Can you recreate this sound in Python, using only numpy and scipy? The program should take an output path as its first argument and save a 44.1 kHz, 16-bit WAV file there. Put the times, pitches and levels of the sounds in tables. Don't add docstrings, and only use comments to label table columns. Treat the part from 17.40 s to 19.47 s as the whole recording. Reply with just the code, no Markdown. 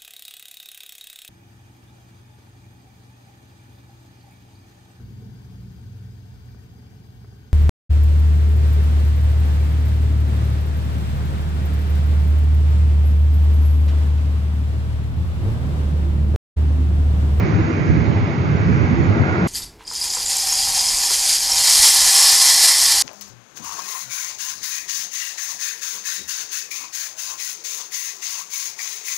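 import sys
import numpy as np
from scipy import signal
from scipy.fft import rfft, irfft, next_fast_len
from scipy.io import wavfile
from scipy.ndimage import uniform_filter1d

SR = 44100
rng = np.random.default_rng(int(sys.argv[2]) if len(sys.argv) > 2 else 0)


def how_loud(loudness_db):
    steps = np.asarray(loudness_db, float) / 20
    return 10 ** steps


def waveform_to_disk(signal):
    frames = np.transpose(np.atleast_2d(signal))
    scaled = np.clip(frames, -1, 1) * 32767
    samples = np.round(scaled).astype(np.int16)
    wavfile.write(sys.argv[1], SR, samples)


N = 91419
T = np.arange(N) / SR
SIZE = next_fast_len(N + 4096)
HZ = np.maximum(np.arange(SIZE // 2 + 1) * SR / SIZE, 1)


def level(x, db):
    return x * how_loud(db) / np.sqrt(np.mean(x ** 2))


def shape(table):
    hz, db = np.transpose(table)
    return np.interp(np.log(HZ), np.log(hz), db)


def curve(table, column=1):
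    table = np.array(table)
    return np.interp(T, table[:, 0], table[:, column])


def colour(x, gain):
    return irfft(rfft(x, SIZE) * gain, SIZE)[..., :N]


def walk(rate_hz):
    hold = int(SR / rate_hz)
    steps = np.repeat(rng.standard_normal(N // hold + 1), hold)
    return 1.3 * uniform_filter1d(uniform_filter1d(steps, hold), hold)[:N]


def turbulence(table, flicker_db, rate_hz, tilt_db=0):
    spectrum = rfft(rng.standard_normal(SIZE)) * how_loud(shape(table))
    position = np.clip(2 * np.log2(HZ / 32), 0, 16)
    out = 0
    for k in range(17):
        overlap = np.clip(1 - np.abs(position - k), 0, 1)
        band = irfft(spectrum * overlap, SIZE)[:N]
        out = out + band * how_loud(flicker_db * walk(rate_hz) + tilt_db * (k - 3) / 2)
    return out


def ports(x, lag_s):
    return np.array([x, colour(x, np.exp(-2j * np.pi * HZ * lag_s))])


def hiss():
    # (frequency [Hz], density [dB per Hz])
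    hiss_colour = [(10400, -60), (10700, -8), (12000, -8), (13500, -9), (13800, -17), (14200, -4),
                   (15000, -2), (15400, 0)]
    return np.array([level(turbulence(hiss_colour, 3.5, 25), -89) for _ in range(2)])


def wind():
    # (frequency [Hz], density [dB per Hz])
    buffet_colour = [(30, -7), (75, 7.5), (130, 3.5), (220, -5), (350, -10), (480, -21.5), (800, -57)]
    # (time [s], left level [dB], right level [dB])
    gust_levels = [(0, -17.5, 4), (.16, 4, -7), (.3, -9.5, -19), (.41, -24.5, 0), (.45, -19, -1.5),
                   (.5, 0, 6.5), (.6, -5.5, 5.5), (.72, -14, 8.5), (.78, -9, -17), (.95, -9, 1.5),
                   (1.15, -7, 0.5), (1.36, -2, 7), (1.45, -19, 2), (1.52, -21.5, 4), (1.72, -10, 6.5),
                   (1.81, 7, -26.5), (1.9, -20.5, -20), (2.07, -19.5, -14.5)]
    # (time [s], peak level [dB], port [0 left, 1 right])
    thump_events = [(0.158, -10.5, 0), (.415, 1, 1), (0.488, -11.5, 1), (0.502, 5, 1), (0.562, -16.5, 1),
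                    (0.621, -8, 1), (.721, -2, 1), (1.297, -12, 1), (1.521, -6, 1), (1.664, -16.5, 1),
                    (1.812, -12.5, 0)]
    buffet_db, tilt_per_gust = -18.5, .3
    lumps = []
    for column in (1, 2):
        gust_db = curve(gust_levels, column)
        noise = turbulence(buffet_colour, 0.77, 7.8, 0.16 * tilt_per_gust * gust_db)
        lumps.append(level(noise * how_loud(2.8 * walk(44.98)), buffet_db) * how_loud(gust_db))
    kicks = np.zeros((2, N))
    for s, db, port in thump_events:
        kicks[int(port > .5), int(s * SR)] = -how_loud(db)
    gain = how_loud(shape(buffet_colour))
    return np.array(lumps) + colour(kicks, gain / np.mean(gain))


def near_roar():
    # (frequency [Hz], density [dB per Hz])
    near_colour = [(300, -5.5), (500, -5), (750, 0), (1000, -5), (1420, -2), (2100, -7), (3000, -33.5),
                   (5000, -34.5)]
    # (time [s], level [dB])
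    approach = [
        (0, -26),
        (1.2, -5),
        (1.5, -3.5),
        (1.75, 1),
        (2.07, 4),
    ]
    near_db, lag_s = -26.5, 0.00023
    whine_hz, whine_width_hz, whine_db = 1420, 12, -14
    approach_db = curve(approach)
    whine = colour(rng.standard_normal(N), 1 / (1 + ((HZ - whine_hz) / whine_width_hz) ** 2))
    body = level(turbulence(near_colour, 2.4, 9.14), 0)
    body = body + level(whine, whine_db) * how_loud(approach_db)
    return ports(body * how_loud(near_db + approach_db), lag_s)


def surges():
    # (time [s], pitch [Hz], peak level [dB], left minus right [dB])
    eddies = [(0.034, 99.7, -11.5, -6.5), (0.059, 375, -21.5, -2), (0.085, 324, -21, -4),
              (0.11, 170, -17, 1), (0.155, 98.7, -12.5, 16.5), (0.2, 320, -18.5, -3.5),
              (0.21, 85.7, -14.5, -13), (0.304, 321, -21, -2.5), (0.479, 94, -16, -7.5),
              (0.489, 333.7, -22, -12), (0.539, 218, -18, -2.5), (0.549, 165.6, -15.5, 0),
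              (0.57, 321, -23.5, -5.5), (0.624, 234, -17.5, -4.5), (0.685, 88, -13.5, -2),
              (0.729, 82.2, -18, -29), (0.733, 324.4, -23, -7), (0.774, 103, -13.5, -5),
              (0.827, 116.5, -13, -1), (0.993, 135, -14.5, -2), (1.058, 180.6, -18.5, -5.5),
              (1.107, 163, -15, -6), (1.124, 101.5, -16, -7), (1.153, 173.3, -19.5, -7),
              (1.253, 110.5, -21.5, -4.5), (1.253, 175, -17, 2.5), (1.302, 179, -12, -6.5),
              (1.347, 110, -10, -11.5), (1.447, 90, -13.5, -16), (1.477, 170.4, -23, -0.5),
              (1.512, 92.5, -17, -2.5), (1.523, 186.3, -14.5, -14), (1.521, 239, -14, -11.5),
              (1.591, 338, -16, -1), (1.641, 255, -21, -4), (1.691, 302, -22.5, -3.5),
              (1.706, 100.3, -13.5, -8.5), (1.766, 243, -16.5, 0), (1.765, 335.5, -21, -2.5),
              (1.811, 158, -18.5, 5.5), (1.815, 106.6, -12.5, 4), (1.916, 94, -14.5, -1.5),
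              (1.921, 309, -24.5, -2), (1.95, 102.7, -15.5, -3), (1.961, 344.5, -19.5, 1),
              (2.03, 175.2, -15, -2)]
    trim_db, length_s, glide_depth = -.5, .022, .04
    skew_cycles = .12
    out = np.zeros((2, N))
    draws = rng.standard_normal((len(eddies), 3))
    for (s, hz, db, pan_db), (phase, glide, skew) in zip(eddies, draws):
        u = T - s
        cycles = hz * u * (1 + glide_depth * glide * u / length_s) + phase
        cycles = cycles + skew_cycles * skew * np.array([[1], [0]])
        swell = np.exp(-(u / length_s) ** 2) * np.sin(2 * np.pi * cycles)
        lean = how_loud(np.clip(pan_db, -14, 14))
        out += how_loud(db + trim_db) * swell * np.array([[lean], [1]]) * 2 / (1 + lean)
    return out


def jet():
    # (frequency [Hz], density [dB per Hz])
    rumble_colour = [(40, -22.5), (75, -1.5), (125, 3.5), (180, -1), (215, -3.5), (330, -6.5), (430, -10.5),
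                     (900, -34.5)]
    roar_colour = [(300, -21.5), (600, -7.5), (1000, 6.5), (1500, 0), (2200, 6), (3200, -15), (5000, -45.5),
                   (7200, -67.5)]
    scatter_colour = [(200, -4), (450, -9.5), (700, -10.5), (1200, -16.5), (2200, -14.5), (2650, -16),
                      (3050, -26.5), (7200, -38.5)]
    # (time [s], level [dB])
    passing = [
        (0, 1.5),
        (.35, 2.5),
        (.7, 2),
        (1.0, 1),
        (1.3, 2),
        (1.6, 2),
        (1.85, 2),
        (2.07, 5),
    ]
    rumble_db, roar_db, scatter_db = -23, -32.5, -27
    echo_s, echo_db, roar_lag_s = 0.012024, -10, 0.000495
    echo = 1 + how_loud(echo_db) * np.exp(-2j * np.pi * HZ * echo_s)
    rumble = colour(turbulence(rumble_colour, 0.94, 4.696), echo)
    rumble = level(rumble, rumble_db) * np.ones((2, 1))
    roar = ports(level(turbulence(roar_colour, 0.95, 5.09), roar_db), roar_lag_s)
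    scatter = np.array([level(turbulence(scatter_colour, 3.4, 3.2), scatter_db) for _ in range(2)])
    passing_db = curve(passing)
    return rumble * how_loud(passing_db) + (roar + scatter) * how_loud(0.58 * passing_db)


def scene():
    # (frequency [Hz], level [dB])
    left_port = [(100, 1.5), (400, 0), (800, -1), (1500, -4), (2200, -11.5), (3000, -5.5), (4500, -13.5),
                 (7000, -18)]
    port_gain = how_loud(np.array([shape(left_port), 0 * HZ]))
    return colour(jet() + near_roar(), port_gain) + wind() + surges()


def bump(hz, width_hz, db):
    return db * np.exp(-((HZ - hz) / width_hz) ** 2)


def fold_treble(x):
    fold_hz, top_hz, fold_db = 5100, 7330, -9
    roll_hz, roll_db_per_hz = 6900, -.055
    pan_db, sway_db, flip_limit = -3, 3.5, 1.6
    out = colour(x, HZ < fold_hz)
    edges = np.r_[np.linspace(fold_hz, top_hz - 360, 7), top_hz - 240, top_hz - 120, top_hz]
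    roll = how_loud(fold_db + roll_db_per_hz * np.maximum(HZ - roll_hz, 0))
    sway, reach = walk(24), walk(16)
    for k, (lo, hi) in enumerate(zip(edges, edges[1:])):
        lean = pan_db + sway_db * (.7 * sway + .7 * walk(30))
        lean_db = lean * np.clip(-2 * lean - 2, 0, 1)
        flip = np.clip(4 * (flip_limit - walk(47)), -1, 1)
        alive = np.clip(3 * (reach + 1.5 - 1.1 * (k - 6)), 0, 1) if k >= 6 else 1
        band = colour(x[1], roll * (HZ >= lo) * (HZ < hi)) * alive
        out = out + band * np.array([flip * how_loud(lean_db / 2), how_loud(-lean_db / 2)])
    return out


def roll_off(x):
    return signal.sosfilt(signal.butter(12, 15740, fs=SR, output="sos"), x)


def record(dry):
    bass_cut_hz, bass_cut_order = 71.6, 4.8
    ceiling, fade_in_s = 1.15, .0015
    case = how_loud(bump(1794, 84, -3.5) + bump(6500, 400, 3))
    bass_cut = 1 / np.sqrt(1 + (bass_cut_hz / HZ) ** (2 * bass_cut_order))
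    x = colour(dry, case * bass_cut)
    x = ceiling * np.tanh(x / ceiling)
    fade = np.sin(np.pi / 2 * np.clip(T / fade_in_s, 0, 1)) ** 2
    mix = (fold_treble(x) + hiss()) * fade
    return roll_off(mix)


dry = scene()
out = record(dry)
waveform_to_disk(out)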